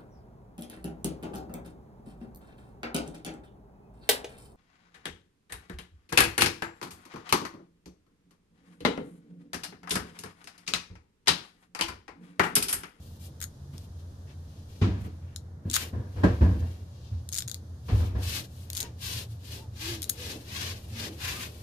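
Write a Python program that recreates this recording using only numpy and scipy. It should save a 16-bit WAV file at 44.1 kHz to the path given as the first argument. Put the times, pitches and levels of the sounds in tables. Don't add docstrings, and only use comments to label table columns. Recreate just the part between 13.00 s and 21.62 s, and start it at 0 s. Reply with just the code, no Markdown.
import sys
import numpy as np
from scipy import signal
from scipy.fft import rfft, irfft, next_fast_len
from scipy.io import wavfile
from scipy.ndimage import uniform_filter1d

SR = 44100
rng = np.random.default_rng(int(sys.argv[2]) if len(sys.argv) > 2 else 0)


def dump(signal):
    limited = np.clip(np.atleast_2d(signal).T, -1, 1)
    pcm = np.round(limited * 32767).astype(np.int16)
    wavfile.write(sys.argv[1], SR, pcm)


N = 380141
TIME = np.arange(N) / SR


def from_db(db):
    return 10 ** (np.asarray(db) / 20)


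def unit_rms(x):
    return x / np.sqrt(np.mean(x ** 2) + 1e-20)


def in_time(rows):
    times_s, *columns = np.transpose(rows)
    return [np.interp(TIME, times_s, column) for column in columns]


def at_hz(points, hz):
    knots_hz, values = np.transpose(points)
    return np.interp(np.log(hz + 1), np.log(knots_hz), values)


def butter(x, hz, kind, order=2):
    return signal.sosfilt(signal.butter(order, hz, kind, fs=SR, output="sos"), x + 1e-18)


def band(x, low_hz, high_hz, order=2):
    return butter(x, [low_hz, high_hz], "band", order)


def resonator(x, hz, width_hz):
    r = np.exp(-np.pi * width_hz / SR)
    numerator = np.array([1, 0, -1]) * (1 - r * r) / 2
    return signal.lfilter(numerator, [1, -2 * r * np.cos(2 * np.pi * hz / SR), r * r], x + 1e-18)


def resonate(x, modes):
    return sum((-1) ** k * from_db(db) * resonator(x, hz, width_hz)
               for k, (hz, width_hz, db) in enumerate(modes))


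def drift(rate_hz):
    knots = rng.standard_normal(N // 20)
    return unit_rms(np.interp(TIME * rate_hz, np.arange(len(knots)), knots))


def evened(x, window_s):
    return x / np.sqrt(uniform_filter1d(np.mean(x ** 2, axis=0), int(window_s * SR)) + 1e-12)


# (frequency [Hz], correlation [-1..1])
STEREO_CORRELATION = [(60, .997), (130, .993), (290, .94), (640, .35), (1400, -.25), (3000, 0), (15000, 0)]


def stereo_noise(spectrum=((20, 0), (20000, 0))):
    size = next_fast_len(N)
    hz = np.arange(size // 2 + 1) * SR / size
    alike = at_hz(STEREO_CORRELATION, hz)
    mid, side = rfft(rng.standard_normal((2, size))) * from_db(at_hz(spectrum, hz))
    left_right = np.sqrt(1 + alike) * mid + np.sqrt(1 - alike) * side * [[1], [-1]]
    return unit_rms(irfft(left_right, size)[:, :N])


def room(x, t60_s=0.13, tail_db=-9):
    t = TIME[:SR // 2]
    tail = rng.standard_normal((2, len(t))) * from_db(-60 * t / t60_s) * (t > .002)
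    tail /= np.sqrt(np.sum(tail ** 2, axis=1, keepdims=True))
    return x + from_db(tail_db) * signal.fftconvolve(x, tail, axes=1)[:, :N]


# (frequency [Hz], relative density [dB])
RUMBLE_SPECTRUM = [(12, -45), (20, -2), (53, -30), (66, -5), (87, -1), (109, -10), (212, -18), (397, -28.5),
                   (474, -27), (890, -35), (1770, -41.5), (2200, -50), (2860, -69), (4840, -120)]
HISS_SPECTRUM = [(1060, -54), (1800, -54), (2400, -8), (2630, -10), (3090, -5), (3700, -3), (6650, -4),
                 (7540, -7.5), (13800, -11.5), (15500, -54)]
# (time [s], level [dB])
HISS_ENVELOPE = [(2.0, -66), (2.45, -71), (2.65, -75.5), (3.0, -66.5)]


def rumble_and_hiss(rumble_db=-45.5):
    rumble = from_db(rumble_db) * stereo_noise(RUMBLE_SPECTRUM)
    hiss = from_db(in_time(HISS_ENVELOPE)[0]) * stereo_noise(HISS_SPECTRUM)
    return rumble + hiss


# (frequency [Hz], relative level [dB])
STEADY_MOTOR = [(86.1, -44.5)]
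# (time [s], frequency [Hz], level [dB])
WANDERING_MOTOR = [(0.2, 133.2, -54), (0.8, 138.6, -54), (1.5, 143.3, -56), (2.42, 121.8, -52),
                   (4.65, 119.8, -48), (5.6, 121.8, -50), (6.3, 111.0, -47), (7.15, 115.1, -46),
                   (7.8, 109.0, -47), (8.4, 109.0, -48)]


def motors(steady_db=-0.5, steady_waver_db=1.5, wandering_waver_db=5):
    steady = sum(from_db(db + steady_db + steady_waver_db * drift(7)) * np.sin(2 * np.pi * hz * TIME)
                 for hz, db in STEADY_MOTOR)
    hz, db = in_time(WANDERING_MOTOR)
    wandering = from_db(db + wandering_waver_db * drift(26)) * np.sin(2 * np.pi * np.cumsum(hz) / SR)
    return steady + wandering


# (start [s], end [s], top pitch [Hz], level [dB])
SQUEAKS = [(5.8, 5.912, 947, -53), (6.58, 6.684, 915, -57.5), (6.785, 7.046, 341, -40),
           (7.14, 7.305, 500, -50), (7.298, 7.434, 308, -47), (7.879, 8.098, 231.5, -45.5),
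           (8.001, 8.22, 326, -45), (8.3, 8.457, 1230, -49)]


def cloth_squeaks(pitch_arch=0.145, pitch_jitter=0.026, waver_db=2):
    squeaks = np.zeros(N)
    wobble = 1 + pitch_jitter * drift(90)
    waver = from_db(waver_db * drift(64))
    for start_s, end_s, top_hz, db in SQUEAKS:
        span = slice(int(start_s * SR), int(end_s * SR))
        speed = np.sin(np.linspace(0, np.pi, len(TIME[span])))
        hz = top_hz * (1 - pitch_arch * (1 - speed)) * wobble[span]
        squeaks[span] += from_db(db) * speed * waver[span] * np.sin(2 * np.pi * np.cumsum(hz) / SR)
    return squeaks


# (start [s], length [s], ease [s], relative swish level [dB],
# rasp offset [dB], sheen offset [dB], folds offset [dB])
ARM_STROKES = [(0.0, 0.18, 0.013, -66.5, -32, 0, -1), (0.22, 0.049, 0.013, -52, -14, 1, -4),
               (0.73, 0.13, 0.007, -64, -11, -2, -3), (0.98, 0.049, 0.0091, -65, -15, -7, 7),
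               (1.275, 0.066, 0.0058, -64.5, 1, -21, -5), (1.48, 0.16, 0.034, -65.5, -10, -7, -2),
               (1.7, 0.18, 0.024, -62.5, -8, -5.5, 1), (1.995, 0.077, 0.0089, -65.5, 3, 1, 2),
               (2.225, 0.13, 0.0063, -83, 13.5, -11, -3), (2.771, 0.062, 0.026, -35.5, -3, -3.5, -4.5),
               (3.15, 0.63, 0.046, -60.5, -4, -6, 6), (3.92, 0.26, 0.035, -63.5, -15, -18, -6),
               (4.88, 0.21, 0.02, -53.5, -8, -4, 3.5), (5.254, 0.15, 0.023, -36.5, -7.5, -4.5, -11),
               (5.55, 0.092, 0.042, -55, -12, -1, 0), (5.779, 0.06, 0.031, -44.5, -1, -16, 2.5),
               (6.024, 0.2, 0.014, -38, -9.5, -5, -12.5), (6.3, 0.048, 0.018, -58, -11, -1, -3),
               (6.465, 0.13, 0.026, -46, -9, -5, -3), (6.813, 0.14, 0.022, -36.5, -6, -7.5, -9.5),
               (7.2, 0.15, 0.023, -41, -6.5, -7, -3.5), (7.523, 0.2, 0.028, -37.5, -5, -9, -10.5),
               (7.0, 1.75, 0.0067, -59.5, -7.5, -2, 5), (7.973, 0.099, 0.024, -37, -5, -9, -5),
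               (8.228, 0.12, 0.02, -35.5, -2, -6.5, -11.5), (8.35, 0.12, 0.015, -41, -2.5, -4.5, -10.5)]


def arm_strokes():
    t, power = TIME[::40], 0
    for start_s, length_s, ease_s, db, rasp_db, sheen_db, folds_db in ARM_STROKES:
        age_s = t - start_s
        speed = (np.tanh(age_s / (2 * ease_s)) - np.tanh((age_s - length_s) / (2 * ease_s))) / 2
        gains = from_db(db + np.array([rasp_db, 0, sheen_db, folds_db]))
        power = power + np.outer(gains, speed) ** 2
    return [np.interp(TIME, t, np.sqrt(p)) for p in power]


def microphone_sway(envelope, gain_db=-7):
    return envelope * from_db(gain_db) * evened(band(stereo_noise(), 58, 125), window_s=.04)


def fold_flaps(envelope, lag_s=0.039, gain_db=-1):
    flapping = np.interp(TIME - lag_s, TIME, envelope)
    return flapping * from_db(gain_db) * unit_rms(band(stereo_noise(), 133, 536))


# (frequency [Hz], relative density [dB])
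NYLON_SPECTRUM = [(410, -64), (700, -12), (1120, -5), (1170, -8), (1300, -10), (1620, -2.5), (2100, -4.5),
                  (2760, 2), (3860, 4), (4510, 3.5), (7860, -4.5), (14100, -3.5), (14800, -10.5),
                  (15400, -87)]


def jacket(rasp, swish, sheen, gain_db=2, flutter_db=1.5, direct_share=0.1, left_lead_s=.0004,
           echo_s=.0025, echo_swing=0.114, echo_gain=0.52):
    direct = stereo_noise(NYLON_SPECTRUM)[0]
    direct = np.array([direct, np.roll(direct, int(left_lead_s * SR))])
    diffuse = stereo_noise(NYLON_SPECTRUM)
    friction = np.sqrt(direct_share) * direct + np.sqrt(1 - direct_share) * diffuse
    friction *= from_db(flutter_db * drift(60))
    for side in friction:
        delay_s = echo_s * (1 + echo_swing * drift(3))
        side += echo_gain * np.interp(TIME - delay_s, TIME, side)
    bands = [(rasp, 700, 2500), (swish, 2500, 7200), (sheen, 7200, 17000)]
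    return from_db(gain_db) * sum(envelope * unit_rms(band(friction, low_hz, high_hz, order=3))
                                  for envelope, low_hz, high_hz in bands)


# (time [s], boom [dB], thud [dB], ring [dB], scuff [dB], t60 [s])
HANDLING_BUMPS = [(0.731, -30, -39.5, -65, -52.5, 0.17), (1.108, -27, -52, -58, -79, 0.15),
                  (1.813, -18, -13.5, -34.5, -29.5, 0.25), (1.832, -14, -27.5, -37.5, -41.5, 0.69),
                  (2.043, -24.5, -36.5, -48, -51, 0.26), (2.65, -24, -24.5, -41, -63, 0.22),
                  (2.926, -21, -37, -41.5, -58.5, 0.79), (3.159, -21.5, -41, -40, -52, 1),
                  (3.233, -7, -11, -14.5, -32, 0.23), (3.261, -13.5, -31, -32, -42.5, 0.56),
                  (3.407, -5, -22.5, -28.5, -44, 0.6), (3.611, -14.5, -43.5, -40.5, -62, 0.34),
                  (4.114, -18, -45, -56.5, -61, 0.35), (4.882, -41, -32.5, -36, -38.5, 0.45),
                  (4.92, -8, -34, -39, -59, 0.45), (4.993, -14, -37.5, -42.5, -45, 0.67),
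                  (5.147, -16.5, -39, -38, -49.5, 0.53), (5.257, -16, -55, -56, -49, 0.15)]
# (frequency [Hz], relative density [dB])
BUMP_SPECTRUM = [(21, -34), (35, -32), (54, 4), (95, 19.5), (142, -13.5), (174, -6), (254, -11), (451, -19),
                 (499, -41), (552, -43), (610, -31), (1260, -44.5), (1620, -53), (2250, -51),
                 (14000, -67.5)]
# (frequency [Hz], width [Hz], gain [dB])
BUMP_MODES = [(181, 16.2, 0), (260, 125, -9), (420, 21, -8.5), (480.4, 20, -6.5), (641, 91, -15),
              (735, 14, -10.5), (987, 140, -17.5), (1657, 174, -21)]


def handling_bumps(rise_s=0.0067, boom_db=-6, thud_db=1, scuff_db=2):
    power = np.zeros((4, N))
    for time_s, *levels_db, t60_s in HANDLING_BUMPS:
        at = int(time_s * SR)
        age_s = TIME[:min(SR, N - at)]
        envelope = (1 - np.exp(-age_s / rise_s)) * from_db(-60 * age_s / t60_s)
        power[:, at:at + len(age_s)] += np.outer(from_db(levels_db), envelope) ** 2
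    shudder = stereo_noise(BUMP_SPECTRUM)
    boom = from_db(boom_db) * evened(band(shudder, 54, 106, order=3), window_s=0.0248)
    thud = from_db(thud_db) * evened(band(shudder, 163, 340), window_s=0.0228)
    ring = evened(resonate(stereo_noise(), BUMP_MODES), window_s=0.035)
    scuff = from_db(scuff_db) * unit_rms(band(shudder, 1250, 5500))
    return sum(np.sqrt(p) * part for p, part in zip(power, [boom, thud, ring, scuff]))


# (frequency [Hz], width [Hz], gain [dB])
TAPE_PIPE_MODES = [(1450, 210, -6.5), (2640, 420, -3), (3620, 900, -2.5), (4870, 1110, 3), (5410, 580, 1.5),
                   (6640, 480, 6), (8870, 1750, -4.5), (11300, 720, 2.5), (13900, 1000, -5)]


def tape_ring(force, direct_db=-9):
    return resonate(force, TAPE_PIPE_MODES) + from_db(direct_db) * force


# (start [s], hardest pull [s], end [s], glue level [dB], relative thread level [dB])
PEEL_RUNS = [(0.408, 0.428, 0.448, -45, -46), (2.73, 2.752, 2.77, -26, -23),
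             (4.316, 4.37, 4.395, -45, -27.5), (5.742, 5.775, 5.83, -45, -28)]


def glue_crackle(grains_per_s=6000, spread_db=3):
    fires = rng.random(N) < grains_per_s / SR
    strength = from_db(spread_db * rng.standard_normal(N).clip(-2, 2))
    grains = band(fires * strength * rng.standard_normal((2, N)), 1300, 13000, order=1)
    envelope = sum(from_db(db) * np.sqrt(np.interp(TIME, [start_s, peak_s, end_s], [0, 1, 0]))
                   for start_s, peak_s, end_s, db, _ in PEEL_RUNS)
    return envelope * unit_rms(tape_ring(grains))


def small_threads(gap_s=.0055, gap_scatter=0.45, spread_db=3.5):
    threads = []
    for start_s, peak_s, end_s, _, db in PEEL_RUNS:
        lateness, weakness = rng.standard_normal((2, 64))
        times_s = start_s + gap_s * (np.arange(len(lateness)) + 1 + gap_scatter * lateness)
        pulls = np.interp(times_s, [start_s, peak_s, end_s], [0, 1, 0])
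        threads += [(time_s, db + 10 * np.log10(pull) - spread_db * weak)
                    for time_s, pull, weak in zip(times_s, pulls, weakness) if pull > 0]
    return threads


# (time [s], relative level [dB])
LOUD_THREADS = [(0.4034, -40.5), (0.4145, -31), (0.425, -31), (0.431, -34), (0.4402, -30.5), (0.78, -37),
                (2.3609, -27), (2.6995, -26), (2.7128, -23), (2.7197, -33), (2.7322, -25), (2.7402, -23),
                (2.7458, -23), (2.7531, -21), (2.7564, -17), (2.7644, -14), (2.7681, -21), (4.2895, -31),
                (4.3185, -41), (4.3259, -28.5), (4.3427, -30), (4.3839, -22.5), (4.3871, -22),
                (4.3921, -25), (4.4052, -26.5), (4.4219, -27), (4.4775, -30), (4.4815, -29.5),
                (4.4964, -31), (4.5142, -26), (4.5436, -28), (5.7014, -27.5), (5.7313, -29), (5.759, -42),
                (5.8027, -21.5), (5.8097, -27), (5.828, -26.5), (7.0193, -28), (7.0283, -28), (7.0326, -31),
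                (7.0413, -28.5), (7.0937, -25.5), (7.0962, -16.5), (7.0989, -24)]
# (start [s], low offset [dB], high offset [dB])
SNAP_COLOURS = [(0, -10, 1), (0.6, -25, -10.5), (2.76, -6.5, -6), (4.2, -24, -5), (5.6, -27, -3.5),
                (6.9, -22.5, -0.5)]


def thread_snaps(rise_s=.0002, decay_s=.00075, gain_db=21, low_db=14, high_db=2, ring_db=-4):
    t = TIME[:SR // 100]
    pitches_hz = rng.uniform(3500, 13000, 200)
    noises = rng.standard_normal((200, 2, len(t)))
    threads = list(LOUD_THREADS) + small_threads()
    band_drive = np.zeros((3, 2, N))
    for (time_s, db), noise, hz in zip(threads, noises, pitches_hz):
        burst = noise * (1 - np.exp(-t / rise_s)) * np.exp(-t / decay_s)
        burst += from_db(ring_db) * resonator(burst, hz, width_hz=2100)
        burst /= np.sqrt(np.sum(burst ** 2, axis=1, keepdims=True))
        _, low_offset_db, high_offset_db = [row for row in SNAP_COLOURS if row[0] <= time_s][-1]
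        gains = from_db(db + np.array([low_offset_db + low_db, 0, high_offset_db + high_db]))
        at = int(time_s * SR)
        band_drive[:, :, at:at + len(t)] += gains[:, None, None] * burst
    low, middle, high = band_drive
    force = band(low, 1150, 2200) - band(middle, 2750, 7300) + band(high, 8300, 15000)
    return from_db(gain_db) * tape_ring(force)


def scene():
    tape = room(glue_crackle() + thread_snaps())
    rasp, swish, sheen, folds = arm_strokes()
    cloth = jacket(rasp, swish, sheen) + cloth_squeaks() + fold_flaps(folds)
    near = tape + cloth + microphone_sway(swish) + handling_bumps()
    left_tilt = butter(near, 900, "high") * [[.25], [-.28]]
    return rumble_and_hiss() + motors() + near + left_tilt


def record(dry, low_cut_hz=35, high_cut_hz=15950, notch_hz=7750, right_top_hz=13000):
    left, right = butter(dry, low_cut_hz, "high")
    right = right - resonator(right, notch_hz, width_hz=1100)
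    right = butter(right, right_top_hz, "low")
    return signal.sosfilt(signal.cheby2(16, 50, high_cut_hz, fs=SR, output="sos"), [left, right])


dry = scene()
out = record(dry)
dump(out)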